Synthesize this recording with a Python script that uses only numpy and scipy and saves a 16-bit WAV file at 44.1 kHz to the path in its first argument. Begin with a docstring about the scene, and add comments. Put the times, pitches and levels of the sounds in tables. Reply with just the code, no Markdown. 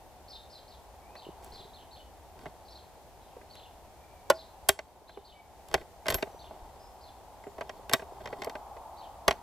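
"""A rifle with a camera on its scope is handled at the edge of a field.
The striker falls with a hollow pop, then the bolt is drawn, rattled and shut; contacts ring dying sines and
filtered noise for stock and steel, the softer the duller. Hand and sleeve add taps, rubbing, thumps and scrapes.
A small bird chirps in gliding tones from the hedge over a distant rush of noise; the background dips once."""
import sys
import numpy as np
from scipy import signal
from scipy.fft import rfft, irfft, next_fast_len
from scipy.io import wavfile
from scipy.ndimage import uniform_filter1d

SR = 44100
rng = np.random.default_rng(int(sys.argv[2]) if len(sys.argv) > 2 else 0)


def output_pcm(signal):
    """Save a mono or channel-first signal as 16-bit PCM at the path in sys.argv[1].

    Samples are clipped to [-1, 1] before scaling.
    """
    pcm = np.clip(np.atleast_2d(signal).T, -1, 1) * 32767
    wavfile.write(sys.argv[1], SR, np.round(pcm).astype(np.int16))


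N = 415422
TIME = np.arange(N) / SR

# Clear modes of the rifle. Each row: pitch in Hz, level in dB, t60 in s, before each contact's own factors.
RIFLE_MODES = [(146, -19, 0.023), (230, -21.5, 0.034), (389.3, -3, 0.1), (475.4, -1, 0.043),
               (594, -1.5, 0.07), (643, 3, 0.058), (801, -8.5, 0.09), (910, -2, 0.03), (1088, 3, 0.046),
               (1400, -10, .035), (1546, 5, 0.036), (1905, -0.5, 0.055), (2074, 2.5, 0.039),
               (2280, -18.5, .035), (2860, -7, .03), (3244, 0, 0.054), (3680, -2.5, 0.054),
               (4320, 1, 0.028), (5380, 0, 0.0063), (7250, -3.5, 0.025), (7960, -10, 0.018),
               (8710, -3, 0.024), (10340, -9.5, 0.022), (12100, -4, 0.054)]
# Strokes of fingers and sliding steel along the rifle. Each row: start in s, length in s, level in dB.
STROKES = [(1.152, .8, -59.5), (2.287, .3, -57), (5.637, 0.26, -49), (6.038, .2, -42.5), (6.099, 0.94, -63),
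           (7.4, .6, -58.5), (7.905, 0.83, -55), (9.156, 0.49, -60.5)]


def amp(db):
    """Decibels to gain."""
    return 10 ** (np.asarray(db) / 20)


def unit(x):
    """Scales to rms 1."""
    return x / np.sqrt(np.mean(x ** 2) + 1e-20)


def at_hz(points, hz):
    """Reads a spectrum on a log-frequency axis."""
    f, value = np.transpose(points)
    return np.interp(np.log(hz + 1), np.log(f + 1), value)


def level(curve):
    """Gain over the whole scene from rows of (s, dB)."""
    return amp(np.interp(TIME, *np.transpose(curve)))


def add(mix, s, sound):
    """Adds a sound at time s."""
    part = mix[round(s * SR):][:len(sound)]
    part += sound[:len(part)]


def colour(x, points, turn=1):
    """Filters by a spectrum in dB; turn shifts the phase."""
    size = next_fast_len(N + 4096)
    gain = amp(at_hz(points, np.fft.rfftfreq(size, 1 / SR)))
    return irfft(rfft(x, size) * turn * gain, size)[:N]


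def drift(low_hz, high_hz):
    """Irregular waver of rms 1 from sines of random phase, the slower the stronger."""
    t = TIME[::256]
    rates_hz = np.geomspace(low_hz, high_hz, 24)
    waves = sum(np.sin(2 * np.pi * (f * t + rng.random())) / np.sqrt(f) for f in rates_hz)
    return np.interp(TIME, t, unit(waves))


def ring(modes, t):
    """Dying sines of alternating sign from rows of (Hz, dB, t60 s)."""
    return sum((-1) ** k * amp(db - 60 * t / t60) * np.sin(2 * np.pi * hz * t)
               for k, (hz, db, t60) in enumerate(modes))


def blow(x, db):
    """Gives a short sound the energy of 10 ms at this level."""
    return amp(db) * x * np.sqrt(SR / 100 / np.sum(x ** 2))


def ports(x, side):
    """Two close microphone ports hear one sound a little out of phase; which one leads changes with frequency."""
    hz = np.fft.rfftfreq(next_fast_len(N + 4096), 1 / SR)
    lead = np.tanh(4 * np.sin(2 * np.pi * np.log2(hz + 100)))
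    difference = colour(x, side, turn=1j * lead)
    return np.array([x + difference, x - difference])


def echo(x, stretch):
    """Diffuse tail from leaves and ground, each band dying at its own speed."""
    # Echo off grass and hedge. Each row: frequency in Hz, t60 in s before the stretch.
    field_decay = [(150, .2), (700, 0.4), (2000, 0.33), (8000, 0.44), (15000, 0.1)]
    hz, t, z = signal.stft(rng.standard_normal(SR), SR, nperseg=256)
    decay = amp(-60 * t / (stretch * at_hz(field_decay, hz)[:, None]))
    onset = 1 - np.exp(-t / 0.0044)
    tail = signal.istft(z * decay * onset, SR)[1]
    return signal.fftconvolve(x, tail / np.linalg.norm(tail))[:N]


def dip():
    """Gain of the background: a quick fall, a hold and a slower recovery."""
    start_s, fall_s, hold_s, recover_s, depth_db = 4.69, 0.09, 0.63, 0.18, -4
    corners = start_s + np.cumsum([0, fall_s, hold_s, recover_s])
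    return amp(np.interp(TIME, corners, [0, depth_db, depth_db, 0]))


def outdoors(air_db=-54.5, rush_db=-2, gust_db=0.4):
    """Steady rumble and hiss outside the dip, and a distant rush that swells slowly: noise, partly unlike per port."""
    # Spectrum of the open air. Each row: frequency in Hz, relative density in dB per Hz.
    air = [(12, -39.5), (20, -12), (65, 3), (123, -12.5), (277, -14.5), (446, -11), (642, -7), (738, -5),
           (897, -9.5), (1150, -20.5), (1610, -23), (2820, -28), (3630, -28.5), (14300, -34.5),
           (16000, -47)]
    # Spectrum of the distant rush. Each row: frequency in Hz, relative density in dB per Hz.
    rush = [(330, -25), (430, -18.5), (520, -12.5), (700, -1), (850, 0.5), (1020, -6), (1300, -18.5),
            (2200, -45.5), (5000, -44.5)]
    # Swell of the rush. Each row: time in s, level in dB before rush_db and the gusts.
    rush_swell = [(0.0, -59), (0.5, -62.5), (1.31, -51.5), (2.1, -61), (2.62, -56.5), (3.15, -60.5),
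                  (3.57, -58), (4.09, -59.5), (4.54, -55), (4.83, -60), (6.09, -59.5), (6.19, -51.5),
                  (7.24, -54.5), (7.9, -51), (8.47, -44.5), (9.42, -48.5)]
    # Spread between the ports. Each row: frequency in Hz, side over mid in dB.
    air_side = [(60, -13), (130, -1), (290, -2), (700, -21.5), (1300, -7.5), (2400, -1.5), (4400, -1.5),
                (8000, 0.5), (15000, 0)]
    swell = level(rush_swell) * amp(rush_db + gust_db * drift(0.73, 13))
    mid, side = (dip() * amp(air_db) * unit(colour(rng.standard_normal(N), air))
                 + swell * unit(colour(rng.standard_normal(N), rush)) for _ in range(2))
    side = colour(side, air_side)
    return np.array([mid + side, mid - side])


def rubbing(resting_db=-69.5, slips_per_s=700, spread_db=4, hiss_db=-6, damping=0.51, arch=3.9):
    """Tiny slips of uneven size tap the rifle's modes, damped by the hand; each stroke swells and fades."""
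    pressure = np.full(N, amp(resting_db))  # the hand that only holds the rifle
    for start, length, db in STROKES:
        arc = abs(np.sin(np.linspace(0, np.pi, round(length * SR))))
        add(pressure, start, amp(db) * arc ** arch)
    sizes = amp(spread_db * np.minimum(rng.exponential(1, N), 4))
    slips = (rng.random(N) < slips_per_s / SR) * rng.choice([-1, 1], N) * sizes
    damped = [(hz, db, t60 * damping) for hz, db, t60 in RIFLE_MODES]
    body = signal.fftconvolve(slips, ring(damped, np.arange(SR // 8) / SR))[:N]
    body = unit(body) + amp(hiss_db) * unit(slips)
    tone_db = [(120, 16), (400, 6.5), (650, -6.5), (2000, -14), (5000, -8), (14000, -20)]
    return pressure * unit(colour(body, tone_db))


def note(top_hz, length, wobble, rasp=.1, rasp_db=-5, fade=0.27):
    """One arch of pitch, ending a little lower than it began, with a raspy edge from a jittered second tone."""
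    start, end, peak_at = 0.76, 0.75, 0.42  # shares of the top pitch, share of the length
    u = np.linspace(0, 1, round(length * SR))
    rise = np.minimum(u / peak_at, 1)
    fall = np.maximum((u - peak_at) / (1 - peak_at), 0)
    arch = start + (1 - start) * np.sin(np.pi / 2 * rise) - (1 - end) * fall
    pitch = top_hz * arch * wobble[:len(u)]
    jitter = 1 + rasp * unit(uniform_filter1d(rng.standard_normal(len(u)), size=40))
    clear = np.sin(2 * np.pi * np.cumsum(pitch) / SR)
    raspy = np.sin(2 * np.pi * np.cumsum(pitch * jitter) / SR)
    return (clear + amp(rasp_db) * raspy) * signal.windows.tukey(len(u), fade)


def birds(second_db=-2.5, waver=0.021, flutter_db=3.5, direct_db=-2.5, echo_db=-6.5, echo_stretch=1.0):
    """Fluttering two-note chirps and thin whistles, gliding tones blurred by the hedge."""
    # Chirps from the hedge, before throat, flutter and waver. Each row: start in s, top pitch in Hz, level in dB,
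    # length of a note in s, delay of the second note in s, its top pitch in Hz.
    chirps = [(.279, 5370, -46.5, 0.05, 0.047, 4220), (0.496, 5330, -51.5, 0.054, 0.047, 4240),
              (.677, 5130, -56.5, 0.043, 0.038, 4080), (1.158, 4650, -53, 0.048, 0.057, 3560),
              (1.518, 5060, -48.5, 0.05, .056, 4040), (1.728, 4270, -57, 0.052, 0.053, 3530),
              (1.907, 4580, -56, 0.057, 0.049, 3560), (2.648, 5070, -60, .045, 0.046, 4040),
              (2.69, 5330, -53.5, 0.049, 0.055, 4230), (3.21, 3980, -68, 0.063, .065, 3320),
              (3.496, 4730, -56.5, 0.057, 0.052, 3590), (3.558, 4310, -56, 0.049, .062, 3480),
              (4.338, 5180, -50, 0.047, 0.044, 4210), (5.071, 4280, -55.5, 0.043, 0.059, 3590),
              (5.239, 4650, -53.5, 0.053, 0.046, 3600), (6.387, 4450, -54.5, 0.042, 0.051, 3630),
              (7.008, 5150, -56.5, 0.042, 0.051, 4060), (8.965, 4590, -56.5, 0.057, 0.049, 3500)]
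    # Thin whistles of farther birds, before flutter and waver.
    # Each row: start in s, length in s, first pitch in Hz, last pitch in Hz, level in dB.
    whistles = [(1.002, 0.21, 2140, 2780, -65.5), (3.924, 0.43, 2360, 2292, -67.5),
                (5.332, 0.1, 2305, 2240, -57), (6.28, 0.18, 5960, 5900, -68),
                (6.778, 0.104, 4940, 5300, -64.5), (7.412, .1, 7200, 7160, -70)]
    # The bird's throat. Each row: frequency in Hz, gain in dB.
    throat = [(2500, 2), (3300, -2), (4200, 2), (4900, -5.5), (5600, -7)]
    out = np.zeros(N)
    wobble = 1 + waver * drift(30, 85)
    flutter = amp(flutter_db * drift(25, 90))
    for s, top_hz, db, length, delay, second_hz in chirps:
        for start, hz, note_db in [(s, top_hz, db), (s + delay, second_hz, db + second_db)]:
            add(out, start, amp(note_db) * note(hz, length, wobble[round(start * SR):]))
    out = colour(out, throat)
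    for s, length, start_hz, end_hz, db in whistles:
        size = round(length * SR)
        pitch = np.linspace(start_hz, end_hz, size) * wobble[:size] ** .5
        tone = np.sin(2 * np.pi * np.cumsum(pitch) / SR)
        add(out, s, amp(db) * tone * signal.windows.tukey(size, .5))
    song = out * flutter
    return amp(direct_db) * song + amp(echo_db) * echo(song, echo_stretch)


def drive(law, db, dull_db):
    """Levels of the four parts: the softer the contact, the less reaches the high ones."""
    return np.array([db + offset_db - share * dull_db for offset_db, share in law])


def contact(levels, length=0.77, pitch=1.005, detune=0.01, place_db=5.5):
    """A contact rings the clear modes and a thicket of dense ones; steel speaks first, the stock follows."""
    # Stock, receiver, steel and tick. Each row: low edge in Hz, high edge in Hz, rise in s,
    # t60 of the dense modes in s before the length factor, their share in dB.
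    parts = [(110, 900, 0.0014, 0.05, -5.5), (900, 2600, 0.0018, 0.046, -2),
             (2500, 5880, 0.00067, 0.023, 4), (6250, 13600, 0.00091, 0.011, 6)]
    out, t = 0, np.arange(SR // 6) / SR
    for db, (low, high, rise, t60, dense_db) in zip(levels, parts):
        band = signal.butter(3, [low, high], "band", fs=SR, output="sos")
        swell = 1 - np.exp(-t / rise)
        burst = rng.standard_normal(len(t)) * swell * amp(-60 * t / (t60 * length))
        dense = signal.sosfilt(band, burst)
        # the place of the blow shifts the modes a little and favours some
        modes = [(hz * pitch * (1 + detune * rng.standard_normal()),
                  mode_db + place_db * rng.standard_normal(), decay * length)
                 for hz, mode_db, decay in RIFLE_MODES if low <= hz < high]
        out = out + blow(unit(swell * ring(modes, t)) + amp(dense_db) * unit(dense), db)
    return out


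def hand(tap_db=-4, tap_spread_db=3, tap_dull_db=20, count=4, length=0.83, pitch=1.03):
    """Knocks on the gripped stock; faint taps fall at random in every stroke, strongest in its middle."""
    # Knocks on the stock. Each row: time in s, level in dB, dullness in dB.
    knocks = [(1.153, -50.5, 17), (1.425, -53, 34), (2.456, -42.5, 25), (2.463, -42, 31), (3.366, -45, 57),
              (3.413, -52.5, 27), (5.093, -54.5, 17.5), (5.172, -41.5, 44), (5.812, -49.5, 24),
              (6.057, -41, 18), (6.065, -37.5, 33), (6.183, -45, 19), (6.2236, -39, 27), (6.27, -44.5, 45),
              (6.509, -43, 53), (6.56, -50.5, 51), (7.438, -49.5, 26), (7.467, -39, 54), (7.582, -40, 34),
              (7.609, -37, 20.5), (7.616, -39.5, 32), (7.914, -37, 27), (7.995, -45, 20), (8.02, -41.5, 34),
              (8.204, -44, 40), (8.328, -36, 32), (8.47, -32, 48), (8.553, -38.5, 24.5), (8.766, -46, 30)]
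    # How flesh drives stock, receiver, steel and tick. Each row: offset in dB, share of the dullness lost.
    by_hand = [(1, 0.013), (8.5, 0.54), (0, 0.81), (-7.5, 1)]
    # Colour of a blow by the hand. Each row: frequency in Hz, gain in dB.
    flesh = [(150, -2.5), (380, 0.5), (520, 1), (1000, 1.5), (2000, -0.5), (5000, 2)]
    out = np.zeros(N)
    for s, db, dull_db in knocks:
        add(out, s, contact(drive(by_hand, db, dull_db), length, pitch))
    for start, span, db in STROKES:
        for place, force in rng.random((count, 2)):
            force_db = db + tap_db + tap_spread_db * (2 * force - 1)
            tap = contact(drive(by_hand, force_db, tap_dull_db), length, pitch)
            add(out, start + place * span, np.sin(np.pi * place) ** 2 * tap)
    return colour(out, flesh)


def thumps(rise=.004, cycles=5.6, overtone=2.05, overtone_db=-4.5):
    """A soft push rings two low modes, so damped that each falls 60 dB in a few cycles."""
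    # Dull thumps as the hand and the whole rifle rock. Each row: time in s, level in dB, pitch in Hz.
    pushes = [(1.267, -44.5, 386), (1.289, -47, 187), (1.289, -41.5, 347), (2.461, -43.5, 151),
              (4.691, -41, 64), (5.02, -55, 473), (5.745, -36.5, 59.7), (6.096, -35.5, 75),
              (6.145, -34.5, 40.2), (6.346, -48.5, 520), (6.62, -42.5, 38.2), (7.795, -47, 510),
              (7.933, -34, 133), (7.937, -31.5, 280), (8.122, -47.5, 440), (9.279, -39, 242),
              (9.283, -34, 60)]
    out, t = np.zeros(N), np.arange(SR // 3) / SR
    for s, db, hz in pushes:
        modes = [(f, mode_db, cycles / f) for f, mode_db in [(hz, 0), (hz * overtone, overtone_db)]]
        add(out, s, blow(ring(modes, t) * (1 - np.exp(-t / rise)), db))
    return out


def scrapes(grain_db=3):
    """Dense, grainy friction hiss that dies as the sliding stops."""
    # The bolt slides or a sleeve brushes the stock. 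Each row: start in s, level in dB before colour, t60 in s.
    slides = [(1.42, -50, 1), (4.699, -40, 0.1), (5.75, -58, 0.1), (6.087, -36, 0.11), (6.152, -45.5, 0.59),
              (7.949, -46.5, 0.25), (9.29, -47, 0.14)]
    # Colour of the friction. Each row: frequency in Hz, gain in dB.
    friction = [(600, -13.5), (1800, 3.5), (4500, -1), (6000, 1.5), (8500, -2), (13000, -6), (16000, -8.5)]
    out, t = np.zeros(N), np.arange(SR // 2) / SR
    for s, db, t60 in slides:
        hiss = rng.standard_normal(len(t))
        grain = np.repeat(rng.standard_normal(len(t)), 64)[:len(t)]  # one force for every 64 samples
        swell = 1 - np.exp(-t / .004)
        add(out, s, blow(hiss * amp(grain_db * grain) * swell * amp(-60 * t / t60), db))
    return colour(out, friction)


def bolt(rebounds_s=(.0046, .0105), rebound_dull_db=13.5, chatter_s=.016):
    """Heavy blows rebound twice, each time duller; loose parts click and touch once more."""
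    # Heavy blows of striker and bolt. Each row: time in s, steel level in dB, stock level in dB, dullness in dB,
    # step to each rebound in dB, factor on ring time, factor on pitch.
    blows = [(4.3, -28.5, -31, 3, -1.5, .95, .94), (4.6901, -24.5, -23, -3.5, -23, 0.84, 1.01),
             (5.741, -25, -23.5, 13, -5, 0.63, .99), (6.083, -26.5, -30.5, 14, -14, 0.67, .99),
             (6.102, -33.5, -34.5, 2.5, -4, .9, .99), (6.143, -38.5, -37, -6.5, -2, 0.53, .99),
             (6.2259, -29.5, -29, 26.5, -23, 0.61, 1), (7.934, -22, -27, 5, -6.5, 1, 1.02),
             (9.28, -21, -24, 11.5, -6.5, 0.63, 1.034)]
    # Light clicks of loose metal parts. Each row: time in s, level in dB, dullness in dB, second touch in dB
    # against the first.
    clicks = [(1.445, -78.5, -25.5, -17), (2.39, -59.5, 12, -18), (3.553, -58, 6, -13),
              (4.6873, -37.5, -13, -27), (4.79, -36.5, 29, -36), (5.685, -64, -7, -15),
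              (5.713, -51.5, 15, -1), (6.066, -40, 17, -5), (6.123, -33.5, 19, -14), (7.694, -37, 32, -26),
              (7.895, -40.5, 8, -16), (7.927, -40, 8, -9), (8.257, -36, 35, -3), (8.419, -36, 23, -9),
              (8.445, -46, 1.5, -16), (8.496, -43.5, 15.5, -22), (9.3087, -26, 22, -18.5)]
    # How metal drives stock, receiver, steel and tick. Each row: offset in dB, share of the dullness lost.
    by_metal = [(1, 0.19), (0, 0.18), (0.5, 0.36), (0, 0.93)]
    # Colour of a blow by steel. Each row: frequency in Hz, gain in dB.
    steel = [(150, -2.5), (260, 1.5), (390, -2.5), (600, 2.5), (1200, 0.5), (2600, 0.5), (3600, -1.5),
             (8000, 1.5), (12000, -1.5)]
    out = np.zeros(N)
    for s, steel_db, stock_db, dull_db, rebound_db, length, pitch in blows:
        for k, delay in enumerate((0, *rebounds_s)):
            metal = drive(by_metal, steel_db, dull_db + k * rebound_dull_db)
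            levels = np.r_[stock_db, metal[1:]]
            add(out, s + delay, contact(levels + k * rebound_db, length, pitch))
    for s, db, dull_db, chatter_db in clicks:
        add(out, s, contact(drive(by_metal, db, dull_db)))
        add(out, s + chatter_s, contact(drive(by_metal, db + chatter_db, dull_db)))
    return colour(out, steel)


def pop(rise=0.004, low_cut_hz=280):
    """A hard blow builds up a hollow ring in the action."""
    # Hollow rings. Each row: time in s, level in dB before the low cut, factor on pitch, factor on ring time.
    hollow_rings = [(4.2998, -13.5, 1.005, 1), (5.741, -30, 1.15, 0.51), (9.279, -20, 1.08, 0.72)]
    # Modes of the hollow ring. Each row: pitch in Hz, level in dB, t60 in s, before the factors.
    hollow = [(562.5, 1.5, 0.032), (934, -9.5, 0.032), (1075, -6, .03), (1445, -9, .03)]
    # Weak modes that sing on after it. Each row: pitch in Hz, level in dB, t60 in s, before the factors.
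    singing = [(350, -30, .13), (645, -30, .27), (830, -31, .13), (1390, -25, .08)]
    out, t = np.zeros(N), np.arange(SR // 4) / SR
    for s, db, pitch, length in hollow_rings:
        modes = [(hz * pitch, mode_db, t60 * length) for hz, mode_db, t60 in hollow + singing]
        add(out, s, blow(ring(modes, t) * (1 - np.exp(-(t / rise) ** 3.9)), db))
    return signal.sosfilt(signal.butter(2, low_cut_hz, "high", fs=SR, output="sos"), out)


def spring(ping_hz=12230, split_hz=120):
    """A small spring rings: a close pair of very high modes beats as it dies."""
    # Pings of the spring. Each row: time in s, level in dB, t60 in s.
    pings = [(6.108, -42, 0.034), (6.145, -32.5, 0.12)]
    out, t = np.zeros(N), np.arange(SR // 4) / SR
    for s, db, t60 in pings:
        pair = [(ping_hz, 0, t60), (ping_hz - split_hz, -9, t60)]
        add(out, s, blow(ring(pair, t), db))
    return out


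def scene(field_db=-30, bird_side_db=-7, lean_db=.4):
    """The rifle reaches the microphone through its own body; the field lies far behind."""
    # Spread of the rifle between the ports. Each row: frequency in Hz, side over mid in dB.
    rifle_side = [(110, -17), (380, -10), (700, -16.5), (1290, -18), (2380, 1), (4400, -12), (8120, -4),
                  (15000, -0.5)]
    # Balance of the rifle. Each row: frequency in Hz, left over right in dB.
    rifle_balance = [(200, 1), (380, -1.5), (1290, -0.5), (2380, -1), (4400, 2.5), (15000, 0.5)]
    action = bolt() + hand() + pop() + spring() + thumps()
    close = action + amp(field_db) * echo(action, 0.76) + rubbing() + scrapes()
    left, right = ports(close, rifle_side)
    rifle = np.array([colour(left, [(f, db / 2) for f, db in rifle_balance]),
                      colour(right, [(f, -db / 2) for f, db in rifle_balance])])
    field = outdoors() + dip() * ports(birds(), [(1, bird_side_db)])
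    return rifle + field * amp([[lean_db], [-lean_db]])


def record(dry, edge_hz=15800):
    """The microphone colours the very top; full-scale limit, then the band limit."""
    # Response of the microphone. Each row: frequency in Hz, gain in dB.
    microphone = [(13000, 0), (14500, 3), (16000, -3)]
    heard = np.clip([colour(channel, microphone) for channel in dry], -1, 1)
    low_pass = signal.firwin(255, edge_hz, window=("kaiser", 8), fs=SR)
    return signal.oaconvolve(heard, low_pass[None], "same", axes=1)


dry = scene()
out = record(dry)
output_pcm(out)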